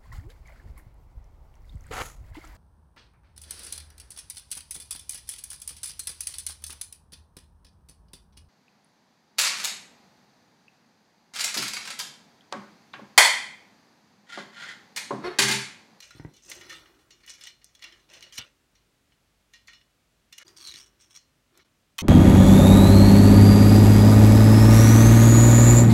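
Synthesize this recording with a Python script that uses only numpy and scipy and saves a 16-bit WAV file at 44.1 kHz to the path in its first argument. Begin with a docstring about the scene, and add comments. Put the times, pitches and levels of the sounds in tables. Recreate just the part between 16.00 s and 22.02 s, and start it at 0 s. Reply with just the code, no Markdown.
"""At a wooden workbench, steel tweezers pick at the coiled wire of a heating element.
The tips scrape, pluck and tick the coil, whose modes ring briefly on its mica card. Fingers rub the
card and the hand bumps the bench. A loose end of wire is dragged over the card's edge and squeals by
stick-slip friction. At last the tweezers clack down on the wood. Room noise and a faint hum lie beneath."""
import sys
import numpy as np
from scipy import signal
from scipy.fft import rfft, irfft, next_fast_len
from scipy.io import wavfile
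from scipy.ndimage import uniform_filter1d

SR = 44100
rng = np.random.default_rng(int(sys.argv[2]) if len(sys.argv) > 2 else 0)


def dump_mix(stems):
    """Bounce the given channels to the path in sys.argv[1] as a 16-bit WAV at rate SR."""
    frames = np.atleast_2d(stems).T  # one column per channel
    limited = np.clip(frames, -1, 1)  # hard clip at full scale
    pcm = np.round(limited * 32767).astype(np.int16)
    wavfile.write(sys.argv[1], SR, pcm)


N = 265482
TIME = np.arange(N) / SR
AGE = TIME[:SR // 3]   # seconds since the onset of one short sound

# boundaries of the four registers: edge_hz
REGISTER_EDGES = [900, 2400, 4800, 7500, 15500]
# resonances of the taut loose wire: centre_hz, width_hz, gain_db
WIRE_RESONANCES = [(2300, 93, -12), (3410, 53, -1.5), (4040, 760, -7), (5450, 320, -16.5),
                   (6410, 410, -21.5), (8400, 130, -5), (8770, 320, 0.5), (11300, 770, -26),
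                   (13500, 1600, -12)]


def from_db(db):
    """Amplitude ratio of a level in decibels."""
    return 10 ** (np.asarray(db) / 20)


def rms_one(x):
    """Normalisation to unit mean power."""
    return x / np.sqrt(np.mean(x ** 2) + 1e-20)


def peak_one(x):
    """Normalisation to unit power over the loudest 4 ms."""
    return x / np.sqrt(uniform_filter1d(x ** 2, 176).max() + 1e-20)


def add(out, start_s, sound):
    """Superposition: a sound joins the mix at its onset."""
    at = max(round(start_s * SR), 0)
    out[at:at + len(sound)] += sound[:max(N - at, 0)]


def band(x, hz, kind="band"):
    """Butterworth filtering: a flat passband with gentle skirts."""
    return signal.sosfilt(signal.butter(2, hz, kind, fs=SR, output="sos"), x + 1e-18)


def coloured(x, spectrum):
    """Spectral shaping by a gain curve interpolated over log frequency."""
    hz, db = np.transpose(spectrum)
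    size = next_fast_len(len(x))
    log_hz = np.log(np.fft.rfftfreq(size, 1 / SR) + 1)
    gain = from_db(np.interp(log_hz, np.log(hz), db))
    return rms_one(irfft(rfft(x, size) * gain, size)[:len(x)])


def resonate(x, peaks, direct_db):
    """Forced response of parallel resonators, added to a direct path."""
    out = from_db(direct_db) * x
    for hz, width_hz, db in peaks:
        out = out + from_db(db) * signal.lfilter(*signal.iirpeak(hz, hz / width_hz, fs=SR), x + 1e-18)
    return out


def gliding(x, hz, width_hz):
    """Forced response of a resonator whose centre follows the curve hz."""
    spin = np.exp(2j * np.pi * np.cumsum(hz) / SR)
    pole = np.exp(-np.pi * width_hz / SR)
    return rms_one((signal.lfilter([1 - pole], [1, -pole], x / spin) * spin).real)


def decay(t60):
    """Damping: an exponential fall of 60 dB in t60 seconds."""
    return from_db(-60 * AGE / max(t60, 1e-3))


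def mode(hz, t60):
    """Free vibration of one mode: a damped sine of random phase."""
    return decay(t60) * np.sin(2 * np.pi * (hz * AGE + rng.random()))


def burst(t60):
    """Modal overlap: modes too dense to tell apart decay together as noise."""
    return rng.standard_normal(len(AGE)) * decay(t60)


def strokes(rows, attack_s, swell_db):
    """Friction envelopes, one a row: each swells as pressure builds and decays once let go."""
    gains = []
    for start_s, length_s, level_db, t60, *_ in rows:
        age = TIME - start_s
        onset = np.clip(age / attack_s, 0, 1)
        pressure_db = swell_db * (np.minimum(age / length_s, 1) - 1)
        release_db = -60 * np.clip((age - length_s) / t60, 0, 2)
        gains.append(onset * from_db(level_db + pressure_db + release_db))
    return np.array(gains)


def overlap(gains, rows):
    """Incoherent addition: the strokes' joint gain and the power-weighted mean of their last column."""
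    power = gains ** 2 + 1e-18
    return np.sqrt(power.sum(0)), np.array(rows)[:, -1] @ power / power.sum(0)


def octaves_from(hz):
    """Interval from a pitch up to the geometric centre of each register."""
    return np.log2(np.sqrt(np.multiply(REGISTER_EDGES[:-1], REGISTER_EDGES[1:])) / hz)


def registers(colour_db, level_db, tilt):
    """Contact spectrum in dB: a sharp edge tilts it towards the treble, and force widens it."""
    plain_touch_db, widening = -46, 0.073
    octaves = octaves_from(4000)
    return colour_db + tilt * octaves + widening * (level_db - plain_touch_db) * octaves ** 2


def contact(sound, register_db):
    """The point of excitation decides how strongly each register sounds."""
    out = 0
    for low_hz, high_hz, db in zip(REGISTER_EDGES, REGISTER_EDGES[1:], register_db):
        edges = [low_hz, high_hz]
        out = out + from_db(db) * peak_one(band(band(sound, edges), edges))
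    return peak_one(out)


def touched(modes):
    """Perturbation: a touch stretches and damps the coil, shifting pitches a little and levels a lot."""
    draws = rng.standard_normal((len(modes), 2))
    return zip(modes, np.exp(.014 * draws[:, 0]), 4 * draws[:, 1])


def card_at_spot():
    """Position-dependent coupling: the resonances of coil and card as one spot excites them."""
    # broad resonances of coil and card: centre_hz, width_hz, gain_db
    resonances = [(1420, 35, -8), (1987, 136, 0), (2258, 170, -0.5), (2890, 310, -10), (3574, 40, -5),
                  (4076, 41, 2), (4434, 360, -16), (5350, 25, 4.5), (5800, 103, -2.5), (6150, 240, -11.5),
                  (7120, 77, -16), (8700, 710, -9.5), (10800, 130, -29)]
    return [(hz * stretch, width_hz, db + shift_db)
            for (hz, width_hz, db), stretch, shift_db in touched(resonances)]


def coil_ring():
    """Lasting modes ring among the dense modes of many turns; the tips' grip damps high ones most."""
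    # modes of coil and tweezers before the grip damps them: pitch_hz, level_db, t60_s
    coil_modes = [(1540, -20.5, 0.43), (1860, 4, 0.27), (1960, -4.5, 0.42), (2205, 5, 0.071),
                  (2422, -0.5, 0.38), (2880, 1, 0.42), (2960, -8, 0.59), (2957, -3.5, 0.98),
                  (3447, 0.5, 0.57), (3580, -17, 0.57), (4235, 0, 0.75), (4440, -7, 0.44), (4350, -8, 0.1),
                  (5370, -20, 0.53), (5350, -11, 0.75), (6020, 0.5, 0.19), (6170, -22.5, 0.18),
                  (6580, -8, 0.27), (6780, -10, 1)]
    grip_t60, reference_hz = 0.83, 3000
    lasting = 0
    for (hz, db, t60), stretch, shift_db in touched(coil_modes):
        grip = decay(grip_t60 * reference_hz / hz)
        lasting = lasting + from_db(db + shift_db) * mode(hz * stretch, t60) * grip
    dense = band(resonate(burst(t60=.26), card_at_spot(), direct_db=-7), 6500, "low")
    return peak_one(peak_one(lasting) + peak_one(dense))


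def glitter(t60):
    """A short span vibrates fast: nine stray high modes of the wire under the tip."""
    return peak_one(sum(rng.exponential() * mode(hz, t60) for hz in rng.uniform(6500, 15000, 9)))


def room_tone(noise_db=-69, hum_hz=49, hum_db=-80):
    """Stationary background: bass-heavy noise and a faint pure-tone hum."""
    # spectrum of the room noise: frequency_hz, gain_db
    spectrum = [(15, -20), (25, -9.5), (53, -1.5), (76, -8.5), (141, -7.5), (185, -11.5), (249, -10.5),
                (363, -15.5), (503, -17.5), (575, -16), (840, -20.5), (1160, -19.5), (2840, -21.5),
                (7920, -28), (16000, -35.5)]
    noise = from_db(noise_db) * coloured(rng.standard_normal(N), spectrum)
    return noise + from_db(hum_db) * np.sqrt(2) * np.sin(2 * np.pi * hum_hz * TIME)


def scrapes(catches_per_s=1500, chips_per_s=140, turns_per_s=20, timbres=7, treble_hz=4800):
    """Friction as shot noise: each random catch is a tiny pluck, coloured by the turn being crossed."""
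    # strokes of the tips along the coil: start_s, length_s, level_db, t60_s, treble_db
    passes = [(0.0, 0.012, -51, 0.92, -3), (0.089, 0.1, -53, 0.19, -6), (0.319, 0.061, -59, 0.31, -5.5),
              (0.418, 0.045, -50.5, .2, 1), (0.478, 0.028, -40, 0.5, -2), (0.524, 0.16, -50, 0.7, -7.5),
              (0.69, 0.032, -42, 0.38, -5.5), (1.267, 0.034, -45, .26, -0.5),
              (1.376, 0.092, -46, 0.22, -2.5), (1.81, 0.045, -48.5, 0.36, -14),
              (1.905, 0.025, -58.5, 0.6, -22), (2.086, 0.075, -45.5, 0.29, -9),
              (2.235, .025, -52, 0.46, -15), (2.327, 0.052, -40.5, .2, 13),
              (2.376, 0.019, -34.5, 0.22, -15.5), (4.387, 0.042, -43.5, 0.041, -8.5),
              (5.538, 0.062, -55.5, .25, -23)]
    # spectral shaping of the scrape: frequency_hz, gain_db
    spectrum = [(260, -21), (450, -14), (538, -4), (737, -13.5), (1380, -4), (1580, -7), (1920, -13),
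                (2580, -8.5), (2910, -9), (4360, -6), (4700, -8.5), (5970, -9), (16000, -45)]
    gain, treble_db = overlap(strokes(passes, attack_s=0.0062, swell_db=9.5), passes)
    sizes = from_db(3.2 * np.minimum(rng.exponential(1, N), 3)) * rng.choice([-1, 1], N)
    catches = sizes * (rng.random(N) < catches_per_s / SR)
    turn = np.cumsum(rng.random(N) < turns_per_s / SR) % timbres
    rasp = 0
    for k in range(timbres):
        snag = peak_one(resonate(burst(t60=.012), card_at_spot(), direct_db=-7))
        catch = snag + from_db(-15) * coil_ring() * decay(t60=0.33)
        rasp = rasp + signal.oaconvolve(catches * (turn == k), rms_one(catch))[:N]
    rasp = coloured(rasp, spectrum)
    # now and then a sharp edge of the tip chips at the wire
    chips = sizes * (rng.random(N) < chips_per_s / SR)
    crackle = 0
    for k in range(timbres):
        chip = burst(t60=.006) + .3 * glitter(t60=.012)
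        crackle = crackle + signal.oaconvolve(chips * (turn == k), chip[:SR // 50])[:N]
    crackle = from_db(-11) * rms_one(band(crackle, [6500, 12000]))
    low = rms_one(band(rasp, treble_hz, "low"))
    high = rms_one(band(band(rasp, treble_hz, "high"), treble_hz, "high"))
    treble = np.clip(from_db(treble_db), 0, .95)
    return from_db(-5) * gain * (np.sqrt(1 - treble ** 2) * low + treble * (high + crackle))


def plucks(slide_s=.012, crack_t60=0.031, ping_cycles=520, ping_lift_db=5.5):
    """Sudden release: the tip slides off, the coil cracks, the freed span pings and the card thuds."""
    # the coil slips off the tips: start_s, level_db, tilt_db_per_octave, ping_hz, ring_db
    releases = [(0.0024, -40, 1.5, 4260, -13), (0.023, -43, -1, 4070, 5.5),
                (0.106, -43.5, -2.5, 1420, -12.5), (0.3357, -54.5, 4, 4200, 7), (0.3641, -52, 4, 5900, -7),
                (0.497, -40.5, 18, 4260, -7), (0.5148, -32, -1.5, 2015, -14), (0.61, -42.5, -2, 1860, -5.5),
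                (0.6945, -37.5, -2, 1822, 9), (0.707, -45, -6, 1890, -1), (0.7251, -42, -2, 1286, -10),
                (0.856, -50.5, -9, 2890, -6.5), (1.1052, -47, -0.5, 4320, -3),
                (1.2333, -52, -7.5, 4330, -2), (1.2754, -41.5, -3.5, 2890, -2),
                (1.3359, -46.5, -1, 5500, -1), (1.4089, -42, 1.5, 3460, -4.5),
                (1.4688, -35.5, -2, 2990, -11), (1.614, -58, -7, 4390, 2), (1.749, -48, 2.5, 3390, -8),
                (1.8212, -39.5, -2, 3380, -5), (1.8386, -36.5, -1, 2770, -5.5),
                (1.922, -47.5, -3, 3120, -7), (2.1337, -45, 2, 3010, -1), (2.2239, -39, -0.5, 2890, -6.5),
                (2.3229, -43, 1, 3180, -1), (2.378, -28.5, 0.5, 2880, -36), (2.382, -29, 0.5, 5800, -26),
                (2.752, -58, -2.5, 5720, -3), (3.1198, -60.5, -8, 2960, -13),
                (3.5346, -45.5, -2, 1872, -1.5), (3.6715, -49, 2.5, 4400, -6),
                (3.6802, -41.5, -6, 1873, -5), (3.7318, -45.5, -3.5, 2880, -8.5),
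                (3.8113, -56, -7, 2880, -16), (4.3249, -39.5, 1.5, 2830, -10.5),
                (4.3799, -36.5, 3, 2880, -12.5)]
    # a plain pluck, from the lowest register up: level_db
    colour_db = [-12.5, -7, -7, -15.5]
    out = np.zeros(N)
    onset = 1 - np.exp(-AGE / .0016)
    pressure = np.linspace(0, 1, round(slide_s * SR)) ** 2
    for start_s, level_db, tilt, ping_hz, ring_db in releases:
        near_ping = np.exp(-(2 * octaves_from(ping_hz)) ** 2)
        register_db = registers(colour_db, level_db, tilt) + ping_lift_db * near_ping
        spot = card_at_spot()
        crack = peak_one(resonate(burst(crack_t60), spot, direct_db=-16))
        crack += from_db(-13) * glitter(t60=0.019)
        zing = peak_one(resonate(burst(crack_t60), [(ping_hz, 170, 0)], direct_db=-17))
        ring = coil_ring() + from_db(-2) * mode(ping_hz, t60=ping_cycles / ping_hz)
        thud = from_db(-28) * peak_one(band(burst(t60=0.06), [280, 1100]))
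        pluck = onset * (crack + from_db(-1) * zing + from_db(ring_db) * ring)
        slide = peak_one(resonate(pressure * rng.standard_normal(len(pressure)), spot, direct_db=-29))
        add(out, start_s - slide_s, from_db(level_db - 19) * slide)
        add(out, start_s, from_db(level_db) * (contact(pluck, register_db) + thud))
    return from_db(-4) * out


def finger_rubs():
    """Sliding friction: fingers shift the card, making a dull noise that follows their pressure."""
    # movements of the fingers: start_s, length_s, level_db, t60_s
    shifts = [(0.1, 0.068, -71, 1), (0.45, 0.14, -54.5, 1.1), (0.6, .15, -56.5, 2.07),
              (1.81, 0.074, -67.5, 3.6), (2.07, 0.11, -62, 0.6), (4.44, 0.025, -59, 1.5),
              (4.56, 0.22, -66, 1.6), (5.5, 0.07, -63.5, 0.44)]
    # spectrum of the rubbed card: frequency_hz, gain_db
    spectrum = [(120, -4.5), (240, -9), (350, 6.5), (480, -11.5), (800, -11.5), (1400, -9), (3000, -28.5)]
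    pressure = np.linalg.norm(strokes(shifts, attack_s=0.012, swell_db=8), axis=0)
    return from_db(-2) * pressure * coloured(rng.standard_normal(N), spectrum)


def bench_bumps():
    """A soft impact excites low modes: the bench thumps, the card knocks, the room briefly responds."""
    # blows of the hand: start_s, level_db, knock_db, pitch_ratio
    blows = [(0.151, -46, -30, 0.96), (0.168, -50, -15, 1.03), (0.198, -35, -11.5, 0.99),
             (0.2491, -30.5, -15.5, 1.03), (2.387, -43, -6, 0.805), (4.688, -55, -19, 0.52),
             (4.745, -57.5, -19, 1)]
    # modes of the bench top at a pitch ratio of 1: pitch_hz, level_db, t60_s
    bench_modes = [(75, -25, 0.022), (125.4, -4, 0.14), (151, 0, 0.14), (200, -5, 0.016), (284.3, 2, 0.055),
                   (345.5, -28.5, 0.79)]
    # the card's dull knock at a pitch ratio of 1: centre_hz, width_hz, gain_db
    knock_resonances = [(356, 70, -2), (780, 80, -14), (900, 160, 9.5), (1530, 140, 5.5), (1880, 120, 9.5)]
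    out = np.zeros(N)
    for start_s, level_db, knock_db, ratio in blows:
        thump = -sum(from_db(db) * decay(t60) * np.sin(2 * np.pi * ratio * hz * AGE)
                     for hz, db, t60 in bench_modes)
        force = signal.unit_impulse(len(AGE)) + from_db(-31) * burst(t60=0.24)
        spot = [(hz * ratio, width_hz, db) for hz, width_hz, db in knock_resonances]
        knock = peak_one(band(resonate(force, spot, direct_db=-55), 2200, "low"))
        room_tail = peak_one(band(burst(t60=0.4), [110, 420]))
        bump = from_db(-5) * thump + from_db(knock_db) * knock + from_db(-21) * room_tail
        add(out, start_s, from_db(level_db) * bump)
    return out


def creaks(start_s=.75, end_s=2.15, level_db=-62, spread_db=6, count=22):
    """Stress relief: held under tension by the tweezers, the coil settles in faint little rings."""
    out = np.zeros(N)
    onset = 1 - np.exp(-AGE / 0.0027)
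    for moment, softness in rng.random((count, 2)):
        ring = coil_ring() * decay(t60=0.64) * onset
        add(out, start_s + moment * (end_s - start_s), from_db(level_db - spread_db * softness) * ring)
    return out


def ticks():
    """A brief, hard contact has a broad spectrum: steel clicks on wire and the coil barely rings."""
    # touches of the tips: start_s, level_db, tilt_db_per_octave
    touches = [(1.263, -49, 12), (1.2952, -39, 3), (1.3018, -37.5, -1), (1.4373, -38, -1.5),
               (1.454, -46, -3), (1.6435, -42, 11.5), (1.7932, -53, -8), (2.1, -49.5, -4),
               (2.2076, -44, -5), (4.4802, -45, -2), (4.573, -43, 5), (4.672, -35.5, -1.5),
               (4.7122, -42, -5), (4.7395, -38, -5), (4.7583, -38, -5), (4.8615, -53.5, -1),
               (5.0097, -52.5, 4), (5.023, -55.5, 5), (5.152, -49, -5), (5.162, -43, 2), (5.5746, -50, 14)]
    # a plain tick, from the lowest register up: level_db
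    colour_db = [-21.5, -7, -1.5, -15]
    out = np.zeros(N)
    onset = 1 - np.exp(-AGE / .0008)
    for start_s, level_db, tilt in touches:
        click = peak_one(resonate(burst(t60=0.0048), WIRE_RESONANCES, direct_db=-12))
        click += from_db(-13) * glitter(t60=0.037)
        tick = onset * click + from_db(-22) * coil_ring()
        add(out, start_s, from_db(level_db) * contact(tick, registers(colour_db, level_db, tilt)))
    return from_db(-3) * out


def wire_drag(slips_per_s=135, jitter=0.33, spread_db=3, grit_db=-20, squeal_width_hz=450):
    """Stick-slip friction: uneven pulses drive the taut wire, which rasps and squeals."""
    # pulls over the card's edge: start_s, length_s, level_db, t60_s, squeal_db
    pulls = [(4.46, 0.027, -59.5, 0.28, 2), (4.56, 0.073, -45.5, .25, -2.5), (4.64, 0.093, -46, .17, 6),
             (4.76, 0.046, -44.5, 0.22, -9.5), (4.989, 0.014, -56, 0.39, -14),
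             (5.097, 0.052, -50.5, 0.16, -12), (5.141, 0.032, -48.5, 0.093, -6)]
    # spectral shaping of the rasp: frequency_hz, gain_db
    spectrum = [(350, -58), (600, -41), (919, -7.5), (1110, -1.5), (2240, -12), (2470, -5.5), (4050, -17),
                (4910, -21), (5630, 3), (7110, -8), (8990, -24.5), (10500, -45), (16000, -21)]
    # the squeal falls and rises as the free length of wire changes: time_s, pitch_hz
    glide = [(4.57, 4800), (4.63, 4400), (4.675, 4080), (4.72, 3980), (4.76, 4150), (4.8, 4700),
             (4.83, 5480), (5.2, 5560)]
    gain, squeal_db = overlap(strokes(pulls, attack_s=0.011, swell_db=4.5), pulls)
    gap_draws, size_draws = rng.standard_normal((1500, 2)).T
    slip_s = np.cumsum(np.exp(jitter * gap_draws) / slips_per_s)
    inside = slip_s < TIME[-1]
    slips = np.zeros(N)
    slips[(slip_s[inside] * SR).astype(int)] = from_db(spread_db * np.clip(size_draws[inside], -2, 1))
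    pulses = signal.fftconvolve(slips, decay(t60=0.028))[:N]
    friction = (pulses + from_db(grit_db)) * rng.standard_normal(N)
    rasp = coloured(resonate(friction, WIRE_RESONANCES, direct_db=-25), spectrum)
    # every slip catches at a slightly different length
    detune = np.interp(TIME, slip_s, rng.normal(1, .036, len(slip_s)))
    squeal_hz = np.interp(TIME, *np.transpose(glide)) * detune
    squeal = gliding(gliding(friction, squeal_hz, squeal_width_hz), squeal_hz, squeal_width_hz)
    shine = rms_one(band(friction, [8700, 9700])) + from_db(-3) * rms_one(band(friction, [11100, 12000]))
    treble = from_db(squeal_db - 4) * squeal + from_db(squeal_db / 2 - 18) * shine
    return gain * (from_db(-5) * rasp + treble)


def tweezer_clacks():
    """Impact and rebound of steel on wood: a hollow clack under the bright rattle of the two arms."""
    # the tweezers land and chatter: start_s, level_db, clack_db, steel_db
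    impacts = [(5.9828, -32, -5, -1), (5.9875, -27.5, 0, -5.5), (6.0004, -36.5, 0.5, -3),
               (6.008, -34, 0, 1)]
    # modes of their clack on the wood: pitch_hz, level_db, t60_s
    clack_modes = [(918, -11, 0.16), (1115, -2, 0.14), (1312, -8, 0.17), (1450, -24, 0.16),
                   (1940, -7, 0.17), (2103, -9, 0.25), (2504, 7, 0.049), (2650, 9.5, 0.027),
                   (3020, 4, 0.07), (3240, 10.5, 0.026), (3720, -3, 0.14), (4330, -5, 0.41),
                   (5170, -10, 0.57), (6270, -2.5, 0.76)]
    # resonances of the arms: centre_hz, width_hz, gain_db
    arms = [(5770, 320, 2.5), (6830, 190, -5), (8600, 440, -9)]
    out = np.zeros(N)
    for start_s, level_db, clack_db, steel_db in impacts:
        clack = peak_one(sum(from_db(db) * mode(hz, t60) for hz, db, t60 in clack_modes))
        clack += from_db(-5) * peak_one(band(burst(t60=0.045), [900, 4200]))
        steel = peak_one(resonate(band(burst(t60=0.046), 2300, "high"), arms, direct_db=-13))
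        add(out, start_s, from_db(level_db) * (from_db(clack_db) * clack + from_db(steel_db) * steel))
    return out


def scene():
    """Superposition of all sources at one close microphone."""
    metal = plucks() + ticks() + creaks() + tweezer_clacks() + scrapes() + wire_drag()
    return (metal + bench_bumps() + finger_rubs() + room_tone())[None]


def record(dry, low_hz=42, high_hz=15900):
    """Attenuation and band limiting: the level dips twice; deep bass and the top are cut."""
    # brief dips in level: start_s, length_s, gain_db
    dips = [(4.434, .014, -22), (5.633, .013, -10)]
    dip_db = sum(db * ((TIME > start_s) & (TIME < start_s + length_s)) for start_s, length_s, db in dips)
    dipped = dry * from_db(uniform_filter1d(dip_db.astype(float), size=130))
    bass_cut = signal.sosfilt(signal.butter(6, low_hz, "high", fs=SR, output="sos"), dipped)
    return signal.sosfilt(signal.ellip(10, .2, 70, high_hz, fs=SR, output="sos"), bass_cut)


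dry = scene()
out = record(dry)
dump_mix(out)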